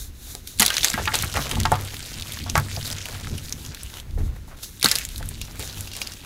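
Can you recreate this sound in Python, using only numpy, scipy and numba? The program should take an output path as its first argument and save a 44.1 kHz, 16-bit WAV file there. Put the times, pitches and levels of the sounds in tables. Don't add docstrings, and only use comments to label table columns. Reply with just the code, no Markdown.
import sys
import numpy as np
from scipy import signal
from scipy.fft import rfft, irfft, next_fast_len
from scipy.io import wavfile
from scipy.ndimage import uniform_filter1d
from numba import njit

SR = 44100
rng = np.random.default_rng(int(sys.argv[2]) if len(sys.argv) > 2 else 0)


def undo_db(level):
    steps = np.asarray(level, float) / 20
    return 10 ** steps


def int16_out(signal):
    q = np.round(np.clip(np.atleast_2d(signal).T, -1, 1) * 32767)
    wavfile.write(sys.argv[1], SR, q.astype(np.int16))


N = 275623
SPAN = 4096
SPAN_HZ = np.arange(SPAN // 2 + 1) * SR / SPAN + 1


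def level(x, db):
    return x * undo_db(db) / np.sqrt(np.mean(x ** 2))


def colour(x, points):
    hz, db = np.transpose(points)
    size = next_fast_len(len(x))
    f = np.arange(size // 2 + 1) * SR / size + 1
    gain = undo_db(np.interp(np.log(f), np.log(hz), db))
    return irfft(rfft(x, size) * gain, size)[:len(x)]


def hump(hz, centre_hz, octaves):
    return np.exp(-.5 * (np.log2(hz / centre_hz) / octaves) ** 2)


def walk(rate_hz):
    hold = int(SR / rate_hz)
    steps = rng.standard_normal(N // 100)[:N // hold + 1]
    return 1.83 * uniform_filter1d(np.repeat(steps, hold), hold)[:N]


def fade(t60_s, size=SPAN):
    return np.exp(-np.log(1000) * np.arange(size) / SR / max(t60_s, .002))


def ring(modes, size=SPAN):
    t = np.arange(size) / SR
    return sum(gain * np.sin(2 * np.pi * hz * t) * fade(t60_s, size) for hz, gain, t60_s in modes)


def add(out, s, peak_db, sound):
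    i = int(s * SR)
    sound = sound * np.minimum(np.linspace(4, 0, len(sound)), 1)
    out[i:i + len(sound)] += (sound * undo_db(peak_db) / np.abs(sound).max())[:N - i]


def read(rows):
    s, *columns = np.transpose(rows)
    return [np.interp(np.arange(N) / SR, s, c) for c in columns]


def swells(rest_db, times_s, peaks_db, rises_s, falls_s):
    t = np.arange(0, N, 64) / SR
    power = undo_db(2 * rest_db[::64])
    for s, db, rise_s, fall_s in zip(times_s, peaks_db, rises_s, falls_s):
        away = np.where(t < s, (s - t) / rise_s, (t - s) / max(fall_s, .01))
        power = power + undo_db(2 * (db - 20 * away))
    return np.interp(np.arange(N) / SR, t, 10 * np.log10(power))


# (frequency [Hz], density [dB per Hz])
ROOM_TONE = [(12, -22), (20, -2.5), (69, -2.5), (169, -10.5), (350, -16), (648, -32.5), (1990, -29.5),
             (3900, -32), (5160, -36), (10400, -50), (15000, -40), (16300, -40)]


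def room():
    return level(colour(rng.standard_normal(N), ROOM_TONE), -46)


# (time [s], boom level [dB], sway level [dB], 20 dB fall [s])
PUSHES = [(0.0, -46, -33, 0.43), (.33, -43, -43, 0.1), (.6, -38.5, -48, 0.2), (.818, -33.5, -37, 0.07),
          (1.024, -23.5, -53, 0.16), (1.239, -26.5, -46, 0.2), (.74, -50, -45, .1), (1.5, -28, -45, .1),
          (1.377, -28, -44, 0.3), (1.582, -21.5, -53, 0.4), (1.762, -37.5, -33, 0.27),
          (2.337, -37, -44, 1.4), (2.6, -29, -55, 0.96), (3.312, -31.5, -36.5, 0.6), (3.7, -34, -45, 0.13),
          (3.853, -53, -29, 0.05), (3.941, -35, -56, 0.03), (4.218, -28.5, -20, 0.26),
          (4.88, -37, -54.5, 0.1), (5.218, -33, -30, 0.5), (5.773, -37, -42, 1.9)]


def shaking():
    s, boom_db, sway_db, fall_s = np.transpose(PUSHES)
    rise_s = 0.78 * fall_s
    shake = swells(np.full(N, -57.), s, boom_db, rise_s, fall_s)
    sway = swells(np.full(N, -46.), s, sway_db, rise_s, fall_s)
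    return shake, sway


# (frequency [Hz], level [dB], share of ring time [ratio])
TABLE_MODES = [(61, -36, 0.51), (82.6, -0.5, 0.86), (98.1, -0.5, 2.26), (139, 0, 0.95), (215.8, -2, 0.51),
               (251, -5.5, 0.24)]


def table(shake_db, sway_db):
    rub = rng.standard_normal(N) * undo_db(2.26 * walk(25))
    modes = [(hz, undo_db(db), 0.13 * share) for hz, db, share in TABLE_MODES]
    boom = signal.fftconvolve(rub, ring(modes))[:N]
    sway = colour(rng.standard_normal(N),
                  [(12, -34), (30, -5), (40, -7.5), (52, -9.0), (64, -8.0), (110, -16.5), (600, -69)])
    return level(boom, -2.6) * undo_db(shake_db) + level(sway, -2.8) * undo_db(sway_db)


@njit
def grains(start, hz, cycles, size, length):
    out = np.zeros(length + 2000)
    for k in range(len(start)):
        w = 2 * np.pi * hz[k] / SR
        pole = np.exp(1j * w - w / (2 * cycles[k]))
        z = size[k] + 0j
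        for i in range(start[k], start[k] + min(2000, int(12 * cycles[k] / w))):
            out[i] += z.imag
            z *= pole
    return out[:length]


def patter(count, low_hz, high_hz, cycles, scatter_db, clump_db, dust_db):
    when, pitch, long, big = rng.random((count, 4)).T
    hz = low_hz * (high_hz / low_hz) ** pitch
    size = undo_db(-scatter_db * np.log(1.008 - big)) * np.sqrt(hz / low_hz)
    turns = cycles * (0.44 + 4 * long ** 4)
    crumbs = grains((when * N).astype(np.int64), hz, turns, size / np.sqrt(turns), N)
    band = signal.butter(2, [low_hz, min(high_hz, 20000)], "bandpass", fs=SR, output="sos")
    crumbs, dust = signal.sosfilt(band, [crumbs, rng.standard_normal(N)])
    clumps = undo_db(clump_db * (walk(30) + walk(90) + walk(250)))
    return (level(crumbs, 0) + level(dust, dust_db)) * clumps


def patches(x, depth_db):
    size = next_fast_len(N)
    f = np.arange(size // 2 + 1) * SR / size + 1
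    spectrum = rfft(x, size)
    bands = [hump(f, hz, .2) for hz in 1500 * 2 ** np.arange(0, 3.6, .5)]
    total = sum(bands) + 1e-9
    return sum(irfft(spectrum * band / total, size)[:N] * undo_db(depth_db * walk(25)) for band in bands)


# (time [s], effort [dB])
EFFORT = [(0, -40.5), (.064, -45), (.126, -57), (.22, -41), (.34, -40.5), (.43, -49.5), (.59, -45.5),
          (.61, -34), (1.3, -38), (1.9, -37.5), (3.03, -42.5), (4.0, -44), (4.04, -61), (4.5, -58),
          (4.78, -51), (5.0, -43.5), (5.4, -45.5), (6.25, -45.5)]
# (time [s], fine level [dB], coarse level [dB], 20 dB fall [s])
SQUEEZES = [(0.474, -38, -68, 0.2), (0.607, -19, -30, 0.24), (.73, -31, -45, .1), (.78, -31, -48, .15),
            (.835, -21.5, -34.5, 0.2), (.985, -55, -27, 0.15), (1.141, -26.5, -28.5, 0.18),
            (1.355, -30, -24.5, 0.38), (1.42, -34.5, -38, 0.2), (1.5, -30, -32, 0.1),
            (1.727, -43, -25.5, 0.12), (2.556, -28, -25, .09), (2.65, -38.5, -40, 0.1),
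            (2.715, -35.5, -37, 0.2), (2.85, -35, -38.5, 0.3), (2.91, -36, -42, .15),
            (3.062, -41, -37.5, .5), (3.2, -42.5, -50, 0), (3.38, -40, -57, 0), (3.61, -53, -52.5, 0.2),
            (3.665, -46, -46, 0.06), (3.94, -46, -39, 0.2), (3.999, -55, -42, 0.05), (4.187, -47, -43, 0.1),
            (4.26, -56.5, -47, 0.44), (4.364, -49, -40.5, -0.17), (4.485, -56, -41, 0.17),
            (4.572, -44, -56, .4), (4.633, -30, -42, 0.04), (4.845, -22, -27, .17), (4.96, -30, -38, .1),
            (5.2, -45, -40, 0), (5.478, -56, -41.5, .15), (5.6, -36.5, -41, 0.6), (5.68, -45, -48, 0.4),
            (5.96, -39, -37, 0.3), (6.075, -38.5, -50, -0.6), (6.02, -42, -37, 0.04), (6.235, -61, -40, 4)]


def crumb_levels(grit):
    effort_db = read(EFFORT)[0]
    s, fine_db, coarse_db, fall_s = np.transpose(SQUEEZES)
    rise_s = np.full(len(s), .012)
    rubbing_db, loose_db = -12, -5
    coarse_rest_db = effort_db + rubbing_db + grit * (loose_db - rubbing_db)
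    fine = swells(effort_db, s, fine_db, rise_s, fall_s)
    coarse = swells(coarse_rest_db, s, coarse_db, rise_s, fall_s)
    return fine, coarse


# (time [s], loose crumbs against rubbing skin [0-1])
GRIT = [
    (0, 0),
    (.58, 0.09),
    (.6, 0.86),
    (4.0, 0.7),
    (4.05, 0.3),
    (4.5, .3),
    (4.55, .1),
    (4.76, 0.2),
    (4.8, 0.66),
    (6.25, 0.7),
]
# (frequency [Hz], density [dB per Hz])
SKIN_RUB = [(880, -32), (1500, -9.5), (1910, -15), (2520, -14), (2680, -25), (3680, 1), (4970, -6),
            (6440, -0.5), (8780, -7), (10300, -2.5), (14600, -6), (16300, -13)]
# (frequency [Hz], density [dB per Hz])
FINE_CRUMB = [(880, -8), (1500, 7), (1780, 2), (3300, 2.5), (6640, -1.5), (10600, -10.5), (11800, -11.5),
              (15200, -21), (16300, -41)]


def hands():
    grit = np.clip(read(GRIT)[0], 0, 1)
    fine_db, coarse_db = crumb_levels(grit)
    fine = patter(count=9000, low_hz=1700, high_hz=19000, cycles=1.2,
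                  scatter_db=2.5, clump_db=.9, dust_db=-7)
    tilted = [(hz, db + 3 * np.log2(hz / 4000)) for hz, db in FINE_CRUMB]
    rub = colour(rng.standard_normal(N), SKIN_RUB) * undo_db(1.87 * walk(30))
    coarse = patter(count=6000, low_hz=330, high_hz=2300, cycles=1.6,
                    scatter_db=1.8, clump_db=1.3, dust_db=-3)
    loose = level(patches(colour(fine, tilted), depth_db=2.0), -0.7)
    top = np.sqrt(grit) * loose + np.sqrt(1 - grit) * level(rub, 0.58)
    return top * undo_db(fine_db) + level(coarse, -4.5) * undo_db(coarse_db)


# (time [s], peak [dB], centre [Hz], ring t60 [s])
KNOCKS = [(0.349, -32, 407, 0.09), (0.6, -16, 1370, 0.1), (0.703, -16.5, 1650, 0.16),
          (0.844, -14, 2100, 0.077), (0.94, -13.5, 1860, 0.093), (0.977, -16, 830, 0.086),
          (1.075, -12.5, 1270, 0.11), (1.12, -19.5, 1810, 0.042), (1.233, -19, 1450, 0.074),
          (1.356, -20, 1160, 0.15), (1.569, -23.5, 770, 0.061), (1.653, -7, 970, 0.089),
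          (1.718, -4.5, 774, 0.11), (2.463, -27, 900, 0.15), (2.554, -7.5, 970, 0.036),
          (2.578, -9, 1160, 0.069), (2.771, -27, 474, 0.065), (3.271, -23, 1500, 0.02),
          (3.15, -30, 1110, .02), (2.372, -28, 1300, 0.024), (4.48, -36, 695, 0.046),
          (1.514, -24, 1500, .05), (1.342, -23, 1200, .05), (.612, -19.5, 750, 0.2), (4.176, -30, 380, 0.1),
          (4.828, -20.5, 1730, 0.12), (4.844, -13.5, 337, 0.029), (4.857, -10, 1640, 0.1),
          (4.913, -21, 1720, 0.16), (5.595, -26, 330, 0.085), (0.621, -11, 1360, 0.071),
          (0.627, -12.5, 1910, 0.033), (1.371, -11, 1100, 0.054), (1.389, -23, 910, 0.084),
          (2.565, -10.5, 1220, 0.081), (5.206, -29.5, 470, 0.06), ]
# (frequency [Hz], level [dB])
BOWL_MODES = [(420, -7), (510, -5.5), (640, -43), (720, 5), (855, 11.5), (940, -3), (1125, 9.5), (1250, 12),
              (1400, 12.5), (1650, 16.5), (1900, 18.5), (2150, 18.5)]


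def knocks(out):
    for s, peak_db, hz, t60_s in KNOCKS:
        chance = rng.standard_normal((2, len(BOWL_MODES)))
        blow, bed = rng.standard_normal((2, SPAN))
        modes = []
        for (mode_hz, db), a, b in zip(BOWL_MODES, *chance):
            gain = np.sign(a) * undo_db(db + 2.5 * b) * (hump(mode_hz, hz, .5) + .06)
            modes.append((mode_hz * (1 + .02 * a), gain, min(t60_s, .15) * (800 / mode_hz) ** .5))
        push = fade(.002) + .12 * blow * fade(.7 * t60_s)
        bowl = signal.fftconvolve(push, ring(modes))[:SPAN]
        shuffle = bed * (fade(1.3 * t60_s) + 1.5 * fade(.01))
        rattle = irfft(rfft(shuffle) * hump(SPAN_HZ, 1.1 * hz, .5))
        add(out, s, peak_db, level(bowl, 0) + level(rattle, -3))


# (time [s], peak [dB], centre [Hz], treble share [dB])
CRACKS = [(0.662, 1, 3840, -19.5), (0.6806, -5, 3970, -26), (0.704, -9, 3150, -39),
          (0.742, -8.5, 5800, -21), (0.7684, -6, 4000, -25), (0.7813, -6.5, 6140, -19),
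          (0.832, -6, 3530, -21), (0.846, -1, 6540, -15), (0.9025, -11, 6840, -17),
          (0.934, -11.5, 3600, -26), (1.0772, -10, 2660, -68), (1.142, -9, 4070, -16),
          (1.1548, -6.5, 4020, -16), (1.224, -9.5, 3800, -11), (1.245, -16, 2370, -12),
          (1.364, -15, 2720, -38), (1.494, -18, 6000, -15), (1.513, -10.5, 3520, -30),
          (1.602, -13, 6150, -21), (1.6567, -8.5, 2430, -39), (1.7186, -10, 3170, -11),
          (1.811, -18.5, 4800, -11), (1.8501, -18, 3880, -8),
          (2.133, -23.5, 4970, -18), (2.2107, -18.5, 4130, -13), (2.2228, -16, 3580, -29),
           (2.3214, -17, 3450, -11), (2.44, -20, 4570, -16.5), (2.498, -13, 5900, -22),
           (2.5548, -5.5, 2130, -33), (2.764, -18, 5330, -36), (2.8536, -20, 5420, -19),
           (2.9023, -15, 3600, -14), (2.9265, -17, 5360, -23), (3.056, -31, 2740, -14),
           (3.2719, -23, 3770, -24), (3.5247, -15.5, 6200, -22), (3.663, -21.5, 6560, -18),
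           (3.8331, -19, 8150, -3), (3.9401, -22.5, 3400, -26), (4.0002, -20.5, 3200, -19.5),
          (4.797, -23.5, 3920, -7.5), (4.8126, -20, 3730, -18), (4.8205, -21, 2500, -25),
          (4.899, -17, 4500, -15), (5.04, -22, 4000, -15), (4.8289, -5.5, 4370, -6),
          (4.8445, 0.5, 3920, -15), (4.8594, 4, 4200, -16.5), (4.8865, -8, 4430, -18),
          (4.915, -0.5, 4460, -17), (4.9546, -6, 4700, -12.5), (4.986, -7.5, 7400, -11),
          (5.051, -16, 9000, -5), (5.051, -12, 6800, -21), (5.089, -19, 4100, -14),
          (5.18, -20.5, 4370, -10), (5.2895, -17, 8960, -5), (5.4147, -13, 2950, -17),
          (5.595, -17, 2330, -7), (5.6264, -20.5, 3840, -25), (5.8084, -15.5, 7140, -6),
          (5.966, -16.5, 3300, -9), (6.0162, -15.5, 2680, -35), (6.0723, -17, 4900, -20),
          (6.1203, -19.5, 5300, -18),
          (0.3511, -12.5, 4180, -15), (0.474, -18, 4000, -13), (0.5774, -27, 7770, -7),
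         (.5885, -19, 4500, -15), (0.5968, -1, 3920, -13), (0.6, 2.5, 7100, -4.5), (0.606, 1, 6500, -14),
         (0.6128, -12, 4300, -10), (0.621, 0.5, 4150, -13.5), (0.6277, 0, 4100, -17),
         (0.652, -6, 3860, -16), (0.664, -1.5, 3620, -10), (1.189, -10, 6480, -18),
         (1.3775, -16.5, 2370, -37), (1.6126, -19, 2180, -27), (2.5663, -20, 2210, -23),
         (2.5778, -12, 2180, -28), (4.852, -7, 3980, -9)]


def cracks(out):
    lead = 200
    for s, peak_db, hz, treble_db in CRACKS:
        noise, spike = rng.standard_normal((2, SPAN))
        splinters = noise * undo_db(2.9 * np.repeat(spike[::16], 16))
        burst = fade(.002) + fade(.006 * undo_db(3 * spike[1]))
        crumble = undo_db(-15) * fade(.045) + undo_db(-32) * fade(.15)
        creak = undo_db(-26) * fade(.008, size=lead)[::-1]
        envelope = np.r_[creak, (burst + crumble)[:-lead]]
        broad_db = np.interp(np.log(SPAN_HZ), np.log([900, 2400, 5000, 11000, 17000]),
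                             [-30, -7, -7, treble_db + 10, treble_db - 3.5])
        tone = hump(SPAN_HZ, hz, 0.15) + undo_db(broad_db)
        add(out, s - lead / SR, peak_db + 1.2, irfft(rfft(splinters * envelope) * tone))


# (time [s], peak [dB], centre [Hz], ring t60 [s])
THUMPS = [(0.599, -17.5, 238, 0.3), (0.941, -19, 219, 0.12), (1.201, -22.5, 94.2, 0.12),
          (1.237, -20.5, 86.1, 0.071), (1.398, -23, 149, 0.13), (1.725, -15.5, 91.5, 0.21),
          (2.575, -12.5, 110, 0.26), (2.776, -25.5, 93, 0.4), (4.187, -20.5, 61.5, 0.2),
          (4.842, -19.5, 308, 0.15), (4.849, -17, 243, 0.21), (5.589, -33, 91.5, 0.13)]


def thumps(out):
    push = np.diff(np.hanning(200))
    for s, peak_db, hz, t60_s in THUMPS:
        modes = [(f, undo_db(db) * (hump(f, hz, 0.43) + 0.027), t60_s * share) for f, db, share in TABLE_MODES]
        add(out, s, peak_db, signal.fftconvolve(push, ring(modes, size=4 * SPAN)))


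# (time [s], peak [dB], centre [Hz])
TICKS = [(0.7035, -9, 1550), (0.7676, -9, 4100), (0.8455, 0, 6030), (0.9006, -6, 6340), (0.94, -8, 1770),
         (1.037, -19, 1700), (1.0559, -12, 2600), (1.2704, -22, 4300), (1.276, -21, 3870),
         (1.285, -26, 6690), (1.3259, -21, 4760), (1.3402, -13, 1730), (1.3707, -13, 1230),
         (1.416, -18, 3620), (1.4564, -19, 4000), (1.5215, -20, 3440), (1.5554, -14, 3440),
         (1.6013, -8, 1730), (1.6334, -13, 3780), (1.6546, -7.5, 1340), (1.755, -19, 1260),
         (1.943, -16.5, 2270), (1.9674, -21, 3230), (2.0283, -21, 5180), (2.0612, -20, 4290),
         (2.1414, -21, 4900), (2.198, -19, 4070), (2.2712, -22, 2790), (2.2817, -23.5, 4650),
         (2.3356, -19, 11600), (2.3713, -23, 1770), (2.4014, -23, 2190), (2.5777, -6.5, 1240),
         (2.599, -14, 1250), (2.6534, -35, 4090), (2.6854, -23, 1780), (2.7142, -21, 2490),
         (2.7254, -27, 3730), (2.813, -22, 4060), (2.8284, -18.5, 5330), (2.8764, -16, 3570),
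         (2.914, -16, 5400), (3.017, -25, 3340), (3.0565, -15, 2760), (3.0864, -17, 1730),
         (3.11, -26, 3770), (3.1497, -26, 1510), (3.1994, -25, 6040), (3.2104, -23, 6030),
         (3.2464, -23, 1760), (3.2979, -24, 5430), (3.3807, -30, 1200), (3.3807, -21, 10700),
         (3.4845, -23.5, 4350), (3.495, -20, 4400), (3.506, -29, 2630), (3.525, -12.5, 6200),
         (3.532, -26, 3650), (3.6501, -20.5, 3040),
         (3.7473, -18, 3850), (3.9005, -26.5, 3550), (3.9709, -22, 3180), (4.1091, -35.5, 4020),
              (4.4764, -38, 1320), (4.506, -39, 1550), (4.6914, -32, 1440), (4.8284, -3.5, 4600),
              (4.9142, -1.5, 4590), (4.927, -16, 3810), (4.9593, -6.5, 4780), (5.1602, -19, 3880),
              (5.228, -22, 1570), (5.2584, -24, 11800), (5.475, -31, 3220), (5.5114, -29, 5310),
              (5.557, -24, 1780), (5.676, -18, 5790), (5.7, -29.5, 3650), (5.7285, -26, 4590),
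              (5.7803, -28, 6620), (5.874, -20, 2760), (5.916, -25, 3550), (5.9344, -23, 2760),
              (5.9524, -20.5, 2770), (6.0172, -11, 2770), (6.1364, -21, 5250)]


def ticks(out):
    wide = undo_db(-8) * hump(SPAN_HZ, 4250, 1.24)
    for s, peak_db, hz in TICKS:
        envelope = fade(0.0021) + undo_db(-9.5) * fade(0.014) + undo_db(-21) * fade(.05)
        burst = rng.standard_normal(SPAN) * envelope
        burst[0] = 2.6
        add(out, s, peak_db + .6, irfft(rfft(burst) * (hump(SPAN_HZ, hz, .2) + wide)))


# (time [s], peak [dB])
CLINKS = [
    (5.4152, -23.5),
    (5.917, -26.5),
    (5.9532, -27.5),
    (6.0178, -15),
    (5.8735, -29.5),
    (6.1214, -30),
    (5.9344, -29),
]
# (frequency [Hz], level [dB], t60 [s])
SHARD_MODES = [(2770, 2, 0.13), (3300, -3, 0.093), (4300, -10, 0.057), (4700, 2, 0.031), (5300, -5.5, 0.05),
               (5170, -11, 0.042), (5500, -16, 0.057), (6600, 0, 0.037)]


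def clinks(out):
    for s, peak_db in CLINKS:
        chance = rng.standard_normal((2, len(SHARD_MODES)))
        chatter, grit = rng.standard_normal((2, SPAN))
        modes = [(hz * (1 + .01 * a), undo_db(db + 3 * c), .6 * t60_s)
                 for (hz, db, t60_s), a, c in zip(SHARD_MODES, *chance)]
        push = fade(.002) + .09 * chatter * fade(.07)
        shard = signal.fftconvolve(push, ring(modes))[:SPAN]
        scrape = irfft(rfft(grit * fade(0.11)) * hump(SPAN_HZ, 4900, 0.33))
        add(out, s, peak_db, level(shard, 0) + level(scrape, 3))


def scene():
    events = np.zeros(N)
    for source in (knocks, cracks, thumps, ticks, clinks):
        source(events)
    return (room() + table(*shaking()) + hands() + events)[None]


def low_pass(x):
    return signal.sosfilt(signal.butter(12, 16460, fs=SR, output="sos"), x)


def record(dry):
    cut = signal.ellip(8, .2, 30, 15750, fs=SR, output="sos")
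    mix = signal.sosfilt(cut, np.clip(dry, -.97, .97))
    return low_pass(mix)


dry = scene()
out = record(dry)
int16_out(out)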